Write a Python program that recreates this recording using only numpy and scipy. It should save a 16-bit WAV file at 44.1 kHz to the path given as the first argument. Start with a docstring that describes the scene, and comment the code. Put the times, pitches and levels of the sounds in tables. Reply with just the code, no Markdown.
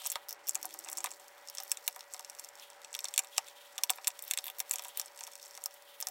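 """A steel screwdriver works small screws out of a hollow plastic tool housing on a wooden bench, close by.
Each contact is an impulsive crack that excites the modes of shaft and housing, with a short noise tail.
Between the ticks, filtered noise with uneven slips and grit forms the rubbing and soft handling sounds.
Behind lies a quiet workshop of coloured noise and sine tones, with a low drone passing near the start."""
import sys
import numpy as np
from scipy import signal
from scipy.fft import rfft, irfft, next_fast_len
from scipy.io import wavfile
from scipy.ndimage import uniform_filter1d, minimum_filter1d, map_coordinates

SR = 44100
rng = np.random.default_rng(int(sys.argv[2]) if len(sys.argv) > 2 else 0)


def unload_audio(sound):
    """Save the sound as a 16-bit wav file, at the path given as the first command line argument."""
    columns = np.transpose(np.atleast_2d(sound))
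    # keep every value between -1 and 1, then stretch to whole-number steps
    steps = np.round(np.clip(columns, -1, 1) * 32767)
    wavfile.write(sys.argv[1], SR, steps.astype(np.int16))


def to_linear_factor(level_db):
    """Convert decibel levels (scalar or array-like) to linear amplitude factors."""
    exponent = np.asarray(level_db, float) / 20
    return 10 ** exponent


N = 269274

# Tip on steel: (time [s], relative shaft ring level [dB], grip: housing body over shaft [dB],
# lean: lower over upper shaft ring [dB], sharpness: edge over shaft [dB])
STEEL_TICKS = [(0.0412, -40, 0, -3, -5), (0.048, -38, -4, 0, -7), (0.055, -36.5, -29, -21, -21),
               (0.0621, -23.5, -17, -15, -27), (0.0698, -29, -25, 2, 6), (0.0844, -49, -12, 5, -10),
               (0.1006, -31, -13, -18, -2), (0.1056, -34, -31, -16, -13), (0.1177, -31, -6, 0, 6),
               (0.124, -39, 4, 14, 13), (0.1561, -32, 11.5, 4, -9), (0.2856, -40.5, -7, 16, 8),
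               (0.2915, -36, -16, 9, 8), (0.298, -42, -15, 18, -18), (0.3077, -36.5, -8, 16, 3),
               (0.318, -44, -8, 13, -10), (0.3271, -38.5, -28, 19, 10), (0.47, -38.5, -13, 9, 3),
               (0.477, -38, -15, 23, 2), (0.4855, -36, -3, 11, 15), (0.493, -27, -18, -20, -7),
               (0.5082, -35, -22, -5, 0), (0.547, -33, -5, 0, 7), (0.5538, -23, -9, -9, -12),
               (0.6286, -32.5, -11, 2, 1), (0.646, -48, -12, 3, -20), (0.6542, -34, -30, -9, 4),
               (0.74, -38, -24, 0, 3), (0.7896, -37.5, -25, -14, 2), (0.84, -45, -4, 5, -11),
               (0.847, -39.5, -28, -11, -36), (0.8814, -44, -19, 0, -12), (0.8867, -35.5, 3.5, 2, -8),
               (0.899, -38, -26, -8, 6), (0.9157, -40, -23, -3, 6), (0.9218, -42, -26, -19, -22),
               (0.929, -31, -21, -1, 0), (0.9716, -33.5, -21, 1, 7), (0.978, -32.5, -31, 1, -9),
               (0.984, -30.5, -15, -15, -32), (1.005, -33, -18, -8, -27), (1.042, -27.5, -1.5, -12, 2),
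               (1.049, -39, -22, -4, -13), (1.052, -42, -3, 3, -8), (1.059, -31.5, 5.5, -8, -24),
               (1.064, -44, -15, -2, 4), (1.106, -43, -3, 0, -1), (1.1108, -46, -18, -9, -16),
               (1.1152, -39, -8, -20, -41), (1.198, -51.5, -26, -18, -20), (1.474, -39.5, -8, 4, -8),
               (1.4855, -39, -20, 9, -26), (1.4986, -39, -5, 12, 4), (1.55, -37.5, -6, -4, -2),
               (1.5718, -38, -5, 7, -15), (1.583, -30, -6, 11, -30), (1.6017, -33, -12, 15, -6),
               (1.624, -43, -21, 16, -2), (1.634, -43.5, -7, 4, 16), (1.6958, -44, -22, 13, 9),
               (1.7075, -40, -21, 4, -9), (1.7163, -19, -7, -3, -1.5), (1.7715, -34.5, 0.5, -5, -23),
               (1.8667, -42, -12, -8, -3), (1.8778, -22, 3, -3, 6), (1.961, -42, -19, -13, 3),
               (2.007, -40, 3.5, 10, -4), (2.126, -46, -15, -5, -7), (2.137, -36, -18, -11, -5),
               (2.144, -38, -30, 8, -8), (2.194, -33, -7, -3, -7), (2.247, -38.5, -4, 11, -14),
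               (2.298, -34.5, -12, -5, -6), (2.3873, -40.5, -8, 1, -11), (2.3957, -34, -12, -12, -6),
               (2.446, -38, -13, -2, -5), (2.597, -43.5, -17, 12, -12), (2.8462, -38, -1, 1, -16),
               (2.929, -36.5, -10, -13, -32), (2.9413, -36, 3, 10, -4), (2.9497, -32, 4.5, 9, 1),
               (2.965, -40, -28, -12, -26), (2.99, -35, 6.5, 12, 2), (3.005, -36.5, -22, -2, -30),
               (3.043, -25, -17, -13, -42), (3.0538, -35, 7, 18, -4), (3.0848, -32.5, -11, 6, -11),
               (3.1393, -36, 5, -17, -1), (3.161, -37, 2, -5, -12), (3.178, -15.5, 1, 0, -3),
               (3.1914, -19, -2, -15, -11), (3.236, -48, -13, -20, -16), (3.2458, -46.5, 4, -12, 1),
               (3.366, -44, 2, -4, -10), (3.3799, -16.5, -2.5, -0.5, -12), (3.478, -54, 14, -4, -7),
               (3.4835, -41.5, 0, -11, -15), (3.7799, -30, 5.5, 2, -8), (3.785, -35.5, 4, 2, -7),
               (3.8354, -18.5, -2.5, 2.5, 3), (3.896, -30.5, 13.5, 7, -4), (3.9028, -22, -1, -9, 4.5),
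               (3.9342, -42, 6, -5, -18), (3.959, -52, 1, -15, 12), (4.045, -38.5, 8.5, -4, -8),
               (4.0716, -17.5, -2, 3, -12), (4.0776, -27, 4.5, -22, 7.5), (4.1036, -40, 4, 5, -18),
               (4.191, -40, 3, -9, 1), (4.2237, -45.5, -12, -20, 15.5), (4.238, -58, 18, -2, 27),
               (4.25, -54, 1, -6, 17), (4.279, -47, 7, 2, 17), (4.3042, -50, 4, -3, 17),
               (4.3105, -23.5, 5, -13, 0.5), (4.336, -28.5, 7.5, -2, 0), (4.374, -26.5, 5, -16, -6),
               (4.3865, -26.5, 3, 3, -25), (4.441, -42.5, 8, -10, 14), (4.4564, -40, 7, -7, 6),
               (4.4669, -45, 12, -11, 17), (4.473, -50, 5, -8, 18), (4.4806, -40, 14.5, -2, 8),
               (4.4995, -43.5, 13, -4, 10), (4.585, -46, 5, 2, 16), (4.5936, -41, 3, -1, 16),
               (4.602, -22.5, -2.5, 4, 1), (4.695, -43.5, -3, -2, 10), (4.7106, -28, 1, -22, 2),
               (4.72, -42, -4, -6, 13), (4.729, -39, -20, 2, 4), (4.7376, -33.5, 4, -14, 9.5),
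               (4.7574, -27.5, -6.5, -2, -5), (4.784, -35, 3, -6, -2), (4.794, -34.5, 4.5, 5, -5),
               (4.822, -48.5, 10, -9, 14), (4.8376, -47, -9, -16, 6), (4.8476, -41.5, 7.5, -3, 7),
               (4.868, -56, -13, -16, 14), (4.883, -47.5, -6, -27, 8), (4.973, -32.5, -2, -10, 12.5),
               (4.9865, -52, -13, -3, 17), (4.997, -23.5, -16, 5, -3), (5.014, -31.5, -13, 3, -10),
               (5.059, -39, -27, -12, -8), (5.175, -41.5, -17, -6, -16), (5.1901, -42.5, 4, 2, -4),
               (5.198, -56, -9, 6, 14), (5.208, -34, -8, -1, -18), (5.2367, -33, -10, -3, -17),
               (5.274, -37, -11, 2, -4), (5.354, -38, 0.5, -4, -7), (5.428, -44, -18, 10, 0),
               (5.4586, -45, -18, -11, -9), (5.509, -47, -22, 16, 0), (5.5512, -42.5, -2, 4, -2),
               (5.575, -37.5, -4, 4, -12), (5.6384, -39, -20, -17, 7), (5.6584, -28.5, -44, 8, 5.5),
               (5.741, -53.5, -13, -10, 13), (6.0025, -41, 3, -3, 13), (6.0108, -36, -7, 0, 10),
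               (6.0254, -29, -24, 6, -15), (6.0699, -23.5, -13.5, 2, -6), (6.0855, -34, -8, 1, 2),
               (6.1041, -31, -11, -3, -12)]
# Light touches of the tip, colour left to chance: (time [s], relative shaft ring level [dB])
LIGHT_TOUCHES = [(0.0647, -35.5), (0.099, -44), (.4795, -39), (.533, -45), (.614, -50), (.691, -47),
                 (0.699, -50), (.707, -45), (.808, -47), (0.858, -58), (.871, -52), (1.281, -46),
                 (1.856, -63), (1.927, -46), (1.947, -46), (1.9924, -44), (2.181, -58), (2.2248, -54),
                 (2.33, -51), (2.3495, -46), (2.379, -56), (2.44, -46), (2.488, -43), (2.554, -47.5),
                 (2.7013, -43.5), (2.817, -47.5), (3.3761, -34), (4.735, -32), (4.852, -41), (5.074, -53),
                 (5.16, -51), (5.231, -46), (5.249, -45), (5.268, -42), (5.3176, -47.5), (5.334, -42.5),
                 (5.378, -51), (5.398, -51), (5.417, -55), (5.479, -50), (5.5426, -46), (5.567, -47),
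                 (5.612, -53), (5.619, -51), (5.709, -50.5), (5.8225, -48)]
# Dull blows that reach the hollow housing: (time [s], relative level [dB])
HOUSING_KNOCKS = [(0.0151, -54), (0.0535, -46.5), (0.1551, -37.5), (0.5583, -54), (0.6458, -47),
                  (0.7447, -52.5), (0.8599, -52.5), (0.8734, -51.5), (0.8896, -50.5), (0.9235, -52.5),
                  (0.9789, -50.5), (1.0029, -53), (1.0432, -39), (1.0687, -43.5), (1.1151, -58.5),
                  (1.198, -60), (1.5836, -52), (1.5998, -50.5), (1.8798, -47.5), (1.9616, -49),
                  (2.1439, -50.5), (2.1954, -51), (2.9545, -52.5), (3.0448, -51.5), (3.2374, -57),
                  (3.3798, -36), (3.7864, -47), (3.8988, -38.5), (3.9833, -47), (4.0795, -48.5),
                  (4.388, -56), (4.4658, -55), (4.4862, -53), (4.5004, -60), (4.6032, -53), (4.7096, -50.5),
                  (4.7388, -48.5), (4.76, -58), (4.792, -48), (4.8527, -48), (4.884, -68), (4.9954, -51.5),
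                  (5.0125, -61), (5.2101, -52), (5.2756, -54.5), (5.5764, -55), (5.6595, -50.5),
                  (6.0229, -48), (6.0693, -48.5)]
# Blows that shift the tool on the bench: (time [s], relative level [dB])
BENCH_JOLTS = [(0.1577, -40), (1.879, -44), (3.382, -44), (3.9, -45), (4.072, -49), (1.717, -53)]
# Modes that a contact rings: (frequency [Hz], width [Hz], relative level [dB])
CONTACT_MODES = [(585, 150, 11.5), (761.6, 29, 31.5), (930, 63.5, 27), (1100, 16, 11.5), (1231, 51, 19.5),
                 (1790, 330, 7), (2325, 370, 7.5), (2774, 324, 4), (3557, 370, 4.5), (4370, 185, 0.5),
                 (5510, 354, 6.5), (6386, 350, -0.5), (7640, 590, 3), (8846, 216, -1.5), (10690, 480, -5),
                 (11790, 670, -4.5), (13000, 340, -4), (14230, 580, -3.5)]
# Short noise tail of a contact: (frequency [Hz], 60 dB decay time [s])
TAIL_DECAY = [(500, 0.062), (1300, 0.078), (3500, 0.034), (9000, 0.033), (16000, 0.041)]
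# Rubbing: (time [s], relative fine scrape level [dB], treble above about 9.5 kHz over it [dB])
RUB_LEVELS = [(0.0, -58, -2), (0.27, -77, 0), (0.39, -68, -12), (0.53, -63.5, -2), (0.66, -59.5, -4),
              (0.94, -63.5, -4), (1.26, -61.5, -2.5), (1.53, -66.5, -4), (1.7, -61, 1), (1.99, -64, -2.5),
              (2.48, -63, -3), (2.67, -64.5, -9), (2.91, -64.5, -9), (3.08, -62.5, -2), (3.49, -64, -8),
              (3.67, -62, -6), (4.34, -63, -2), (4.61, -66, 0), (5.44, -61, -5), (5.53, -66.5, -2),
              (5.75, -65.5, -2), (6.11, -70, 9)]
# Soft swishes and faint rattling of handling: (middle time [s], length [s], level [dB])
HANDLING_SWISHES = [(0.05, 0.46, -53), (1.055, 0.21, -68), (1.57, 0.24, -59), (2.628, 0.15, -58),
                    (3.35, 0.11, -56), (3.49, 0.16, -59.5), (3.614, 0.31, -62), (4.27, 0.074, -60),
                    (4.466, 0.13, -62), (4.778, 0.52, -62), (4.975, 0.23, -60), (5.955, 0.67, -63)]
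# Colour of the tip's scrape: (frequency [Hz], relative level [dB])
SCRAPE_SPECTRUM = [(2500, -28), (4500, 1), (5500, -1.5), (8000, -1.5), (10000, -1.5), (15800, 2.5),
                   (16100, -55)]
# Colour of the fingers' rub and the handling: (frequency [Hz], relative level [dB])
HANDLING_SPECTRUM = [(1500, -27), (2600, -6.5), (3200, 0.5), (3700, -2), (5000, -12.5)]
# Colour of the room air: (frequency [Hz], relative level [dB])
AIR_SPECTRUM = [(20, -22), (200, -22.5), (300, -13.5), (450, -4.5), (600, -9), (800, 5), (1000, -1.5),
                (1500, -1.5), (2100, -2.5), (3000, -11.5), (5000, -24), (9000, -26.5), (15800, -35),
                (16100, -82)]
# Colour of the low noise around the drone: (frequency [Hz], relative level [dB])
RUMBLE_SPECTRUM = [(60, -26), (250, -12), (400, 5), (520, -37)]
# Nearly steady machine lines: (mean frequency [Hz], mean level [dB])
MACHINE_LINES = [(484, -77), (968, -72), (1936, -73.5), (568, -66.5), (594, -72.5)]
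# Path of the drone's lower tone: (time [s], mean frequency [Hz], mean level [dB])
DRONE_PATH = [(.29, 480, -82), (.33, 443, -70), (.38, 409, -88), (.5, 300, -90), (.58, 314, -75),
              (.66, 320, -72), (.8, 328, -72), (.98, 332, -71), (1.04, 346, -72), (1.1, 356, -88)]

REGISTER_HZ = [1000, 3600, 5500, 7600, 13500]  # hollow, body, lower shaft, upper shaft, edge
SPAN = 6144  # samples given to one contact
DETUNE, VARY_DB = .3, 2.2  # mode shift as a share of its width; scatter of its strength
TAIL_DB = -7  # noise tail relative to the direct tick
TICK_HOLLOW_DB, TICK_GRIP_SHARE = -32.5, 0.024  # a tick's hollow knock over its shaft ring; share of grip added
KNOCK_BODY_DB, KNOCK_TOP_DB = 7.5, -51  # a knock's body and treble relative to its level
FAINT_PER_S = 30  # chance ticks, on average over the whole scene
# Chance ticks: shaft ring over the scrape table, scatter, body and edge over the shaft
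FAINT_DB, FAINT_SPREAD_DB, FAINT_TINT_DB = 7, 4.5, -3.5
BUSY_S = .05  # window, applied twice, that spreads each tick into a time of hard dragging
BUSY_DB, GRIT_REST = 1.5, 0.71  # scrape gain over the pauses; amplitude of grit left in them
SLIPS_PER_S, SLIP_DB = 70, 3.5  # rate and depth of the scrape's unevenness
GRIT_PER_S, GRIT_DB = 350, 1  # mean click rate; grit level before the busy weighting
FINGERS_REST_DB = -5.5  # resting fingers, relative to the scrape table
CEILING, HOLD = .46, 130  # limiter threshold (amplitude); its smoothing window (samples, about 3 ms)
TOP_HZ, EDGE_HZ = 16400, 700  # middle and width of the band limit


def unit(x):
    """Normalization: x at rms 1."""
    return x / np.sqrt(np.mean(x ** 2) + 1e-20)


def along(points, hz):
    """Interpolation on a logarithmic frequency axis through (frequency [Hz], value) points."""
    f, v = np.transpose(points)
    return np.interp(np.log(hz + 1), np.log(f + 1), v)


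def curves(rows, **ends):
    """Linear interpolation in time: one value per sample for each column after the time."""
    s, *columns = np.transpose(rows)
    return [np.interp(np.arange(N) / SR, s, c, **ends) for c in columns]


def wobble(rate):
    """Band-limited random modulation: a smooth curve through `rate` random knots a second."""
    knots = rng.standard_normal(int(N * rate / SR) + 4)
    return map_coordinates(knots, [np.arange(N) * rate / SR])


def coloured(x, spectrum):
    """Linear filtering: x shaped by a spectrum table, then set to rms 1."""
    m = next_fast_len(N + 8192)
    gain = to_linear_factor(along(spectrum, np.fft.rfftfreq(m, 1 / SR)))
    return unit(irfft(rfft(x, m) * gain, m)[:N])


def bell(middle_s, length_s):
    """Gaussian envelope: a rise and fall centred on middle_s, with e^-2 points length_s apart."""
    return np.exp(-8 * ((np.arange(N) / SR - middle_s) / length_s) ** 2)


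def tone(hz, db):
    """Frequency modulation: a sine whose phase is the running sum of hz, with rms level db."""
    return np.sqrt(2) * to_linear_factor(db) * np.sin(2 * np.pi * np.cumsum(hz) / SR)


def workshop():
    """Superposition of broadband room air, narrow machine lines and a gliding two-partial drone."""
    drift_db = .8 * wobble(3) + 1.2 * wobble(13)
    air = to_linear_factor(-61 + drift_db) * coloured(rng.standard_normal(N), AIR_SPECTRUM)
    hum = sum(tone(hz * (1 + .0012 * wobble(6)), db + .9 * wobble(12)) for hz, db in MACHINE_LINES)
    drone_hz = curves(DRONE_PATH)[0]
    drone_db = curves(DRONE_PATH, left=-120, right=-120)[1]
    drone_hz = drone_hz + 3 * wobble(25)
    drone_db = drone_db + 2.2 * wobble(30)
    swell = to_linear_factor(-70) * bell(middle_s=0.84, length_s=1.08)
    rumble = swell * coloured(rng.standard_normal(N), RUMBLE_SPECTRUM)
    drone = tone(drone_hz, drone_db) + tone(2 * drone_hz, drone_db - 6)
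    return air + rumble + hum + drone


def modes(hz, shift=0):
    """Resonance of a damped oscillator, one row a mode; shift moves it by a share of its width."""
    centre, width = np.transpose(CONTACT_MODES)[:2, :, None]
    return 1j * hz * width / ((centre + shift * width) ** 2 - hz ** 2 + 1j * hz * width)


def busy():
    """Saturating event density: 0 in pauses, towards 1 where ticks crowd and the tip drags hard."""
    tick_samples = np.round(np.transpose(STEEL_TICKS)[0] * SR).astype(int)
    marks = 1. * np.bincount(tick_samples, minlength=N)
    reach = round(BUSY_S * SR)
    return np.tanh(reach * uniform_filter1d(uniform_filter1d(marks, size=reach), size=reach))


def swishes():
    """Amplitude modulation: each soft swish or faint rattle of handling swells and fades as a bell curve."""
    return sum(to_linear_factor(db) * bell(s, length) for s, length, db in HANDLING_SWISHES)


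def slips(rate, depth_db):
    """Uneven friction: white noise whose level wanders at random."""
    return to_linear_factor(depth_db * wobble(rate)) * rng.standard_normal(N)


def grit_clicks():
    """Random impulsive excitation of resonances: tiny noisy clicks ring the contact modes."""
    chance, size = rng.random((2, N))
    clicks = (chance < GRIT_PER_S / SR) * size ** -.3
    bursts = signal.lfilter([1], [1, -.95], clicks) * rng.standard_normal(N)
    hz = np.fft.rfftfreq(N, 1 / SR)
    power = to_linear_factor(2 * np.transpose(CONTACT_MODES)[2]) @ abs(modes(hz)) ** 2
    return irfft(rfft(bursts) * np.sqrt(power), N)


def rubbing():
    """Friction noise: tip and fingers drag as hiss broken into uneven slips, with ringing grit."""
    scrape_db, bright_db = curves(RUB_LEVELS)
    grit = grit_clicks()
    scrape = coloured(slips(SLIPS_PER_S, SLIP_DB), SCRAPE_SPECTRUM)
    scrape = scrape + to_linear_factor(GRIT_DB) * (GRIT_REST + busy()) * coloured(grit, SCRAPE_SPECTRUM)
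    hz = np.fft.rfftfreq(N, 1 / SR)
    treble = irfft(rfft(scrape) * np.clip(hz / 3000 - 2.7, 0, 1), N)  # crossover from 8.1 to 11.1 kHz
    drag = to_linear_factor(scrape_db + BUSY_DB * (busy() - 2.0))
    scrape = drag * (scrape - treble + to_linear_factor(bright_db) * treble)
    handling_gain = to_linear_factor(scrape_db + FINGERS_REST_DB) + swishes()
    return scrape + handling_gain * coloured(slips(60, depth_db=3.5), HANDLING_SPECTRUM)


def noise_tails(count):
    """Exponential decay: a short decaying noise tail, drawn at random for each contact."""
    hz, t, z = signal.stft(rng.standard_normal((count, SPAN // 2)), SR, nperseg=128)
    decay = to_linear_factor(-60 * t / along(TAIL_DECAY, hz)[:, None])
    tail = signal.istft(z * decay, SR, nperseg=128)[1]
    tail = np.pad(tail, [(0, 0), (50, 0)])  # 50 samples behind the direct sound
    return rfft(tail / np.linalg.norm(tail, axis=1)[:, None], SPAN)


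def contacts():
    """Impact excitation: times, strengths in the five registers and bench jolts of all contacts."""
    s, shaft, grip, lean, sharp = np.transpose(STEEL_TICKS)
    light_s, light_db = np.transpose(LIGHT_TOUCHES)
    chance = rng.standard_normal(round(FAINT_PER_S * N / SR))
    draw = rng.standard_normal((len(chance) + len(LIGHT_TOUCHES), 4))

    # faint chance ticks gather near the listed ticks
    faint_s = rng.choice(s, len(chance)) + BUSY_S * rng.normal(0, .5, len(chance))
    faint_s = np.clip(faint_s, .002, (N - 1) / SR)
    scrape_db = np.interp(faint_s, *np.transpose(RUB_LEVELS)[:2])
    faint_db = scrape_db + FAINT_DB + FAINT_SPREAD_DB * chance
    s = np.r_[s, faint_s, light_s]
    shaft = np.r_[shaft, faint_db, light_db]
    grip = np.r_[grip, FAINT_TINT_DB + FAINT_SPREAD_DB * draw[:, 1]]
    sharp = np.r_[sharp, FAINT_TINT_DB + FAINT_SPREAD_DB * draw[:, 2]]
    lean = np.r_[lean, FAINT_SPREAD_DB * draw[:, 3]]

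    knock_s, blow = np.transpose(HOUSING_KNOCKS)
    knock_top = blow + KNOCK_TOP_DB
    hollow = np.r_[shaft + TICK_HOLLOW_DB + TICK_GRIP_SHARE * grip, blow]
    body = np.r_[shaft + grip, blow + KNOCK_BODY_DB]
    lower = np.r_[shaft + lean / 2, knock_top]
    upper = np.r_[shaft - lean / 2, knock_top]
    edge = np.r_[shaft + sharp, knock_top]

    # a jolt has only its thump, every other contact has none
    shift_s, jolt_db = np.transpose(BENCH_JOLTS)
    no_ring = np.full(len(shift_s), -200)
    registers = [np.r_[r, no_ring] for r in (hollow, body, lower, upper, edge)]
    return np.r_[s, knock_s, shift_s], registers, np.r_[np.full(len(hollow), -200), jolt_db]


def strengths_at(hz, register_db):
    """Spectral interpolation: the level of each contact, one row a contact, between its registers."""
    knots = np.log(REGISTER_HZ)
    return np.array([np.interp(np.log(hz + 1), knots, row) for row in zip(*register_db)])


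def ticks():
    """Modal synthesis: a crack of a few milliseconds with ringing modes, at new strengths each time."""
    s, register_db, jolt_db = contacts()
    t, hz = np.arange(400) / SR, np.fft.rfftfreq(SPAN, 1 / SR)
    centre, _, mode_db = np.transpose(CONTACT_MODES)
    count = len(centre)
    draw = rng.standard_normal((len(s), 512))

    envelope = (t / .00025) ** 2 * np.exp(-t / 0.00041)  # builds, then lets go
    chatter = rfft(draw[:, :len(t)] * envelope, SPAN)
    chatter /= np.sqrt(uniform_filter1d(abs(chatter) ** 2, size=150, axis=1) + 1e-9)  # even over frequency
    # radiated straight from the contact
    crack = to_linear_factor(strengths_at(hz, register_db) - 4) * chatter * hz / (hz + 1500)

    strength = to_linear_factor(mode_db + strengths_at(centre, register_db) + VARY_DB * draw[:, -count:])
    strength = strength * (-1) ** np.arange(count)  # alternate signs keep the valleys filled
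    # slow bending waves: the housing's low modes answer a few ms after the crack
    lag = 0.000212 + 2.254 / centre[:, None]
    late = np.exp(-2j * np.pi * hz * lag)
    side = np.sign(draw[:, len(t) + count:len(t) + 2 * count])  # each mode is shifted up or down at random
    rings = sum((strength * (side == way)) @ (modes(hz, way * DETUNE) * late) for way in (-1, 1))

    small_body = hz ** 2 / (hz ** 2 + 450 ** 2)  # a small body radiates little bass
    thump = to_linear_factor(jolt_db)[:, None] / (1 + 1j * hz / 160)  # a hard blow also jolts the bench
    direct = small_body * (rings + crack) + thump
    rung = to_linear_factor(20.0) * irfft(direct * (1 + to_linear_factor(TAIL_DB) * noise_tails(count=len(s))), SPAN)

    # the last 64 samples of the circular response belong ahead of the contact
    offset = (np.arange(SPAN) + 64) % SPAN - 64
    where = np.round(s * SR).astype(int)[:, None] + offset
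    return np.bincount(where.ravel(), rung.ravel(), N + SPAN)[:N]


def scene():
    """Superposition: contacts and rubbing up close, the workshop behind."""
    return (ticks() + rubbing() + workshop())[None]


def limited(x):
    """Dynamic range limiting: the gain dips smoothly around the highest peaks."""
    gain = minimum_filter1d(np.minimum(1, CEILING / (abs(x) + 1e-9)), size=2 * HOLD)
    return x * uniform_filter1d(uniform_filter1d(gain, size=HOLD), size=HOLD)


def top_cut(x):
    """Nothing passes above the cut-off."""
    return signal.sosfilt(signal.butter(12, 17000, fs=SR, output="sos"), x)


def record(dry):
    """Peak limiting and low-pass filtering: a limiter lowers the highest peaks, then the treble is cut off."""
    slope = np.clip((TOP_HZ - np.fft.rfftfreq(N, 1 / SR)) / EDGE_HZ + .5, 0, 1)
    mix = irfft(rfft(limited(dry)) * np.sin(np.pi / 2 * slope) ** 2, N)
    return top_cut(mix)


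dry = scene()
out = record(dry)
unload_audio(out)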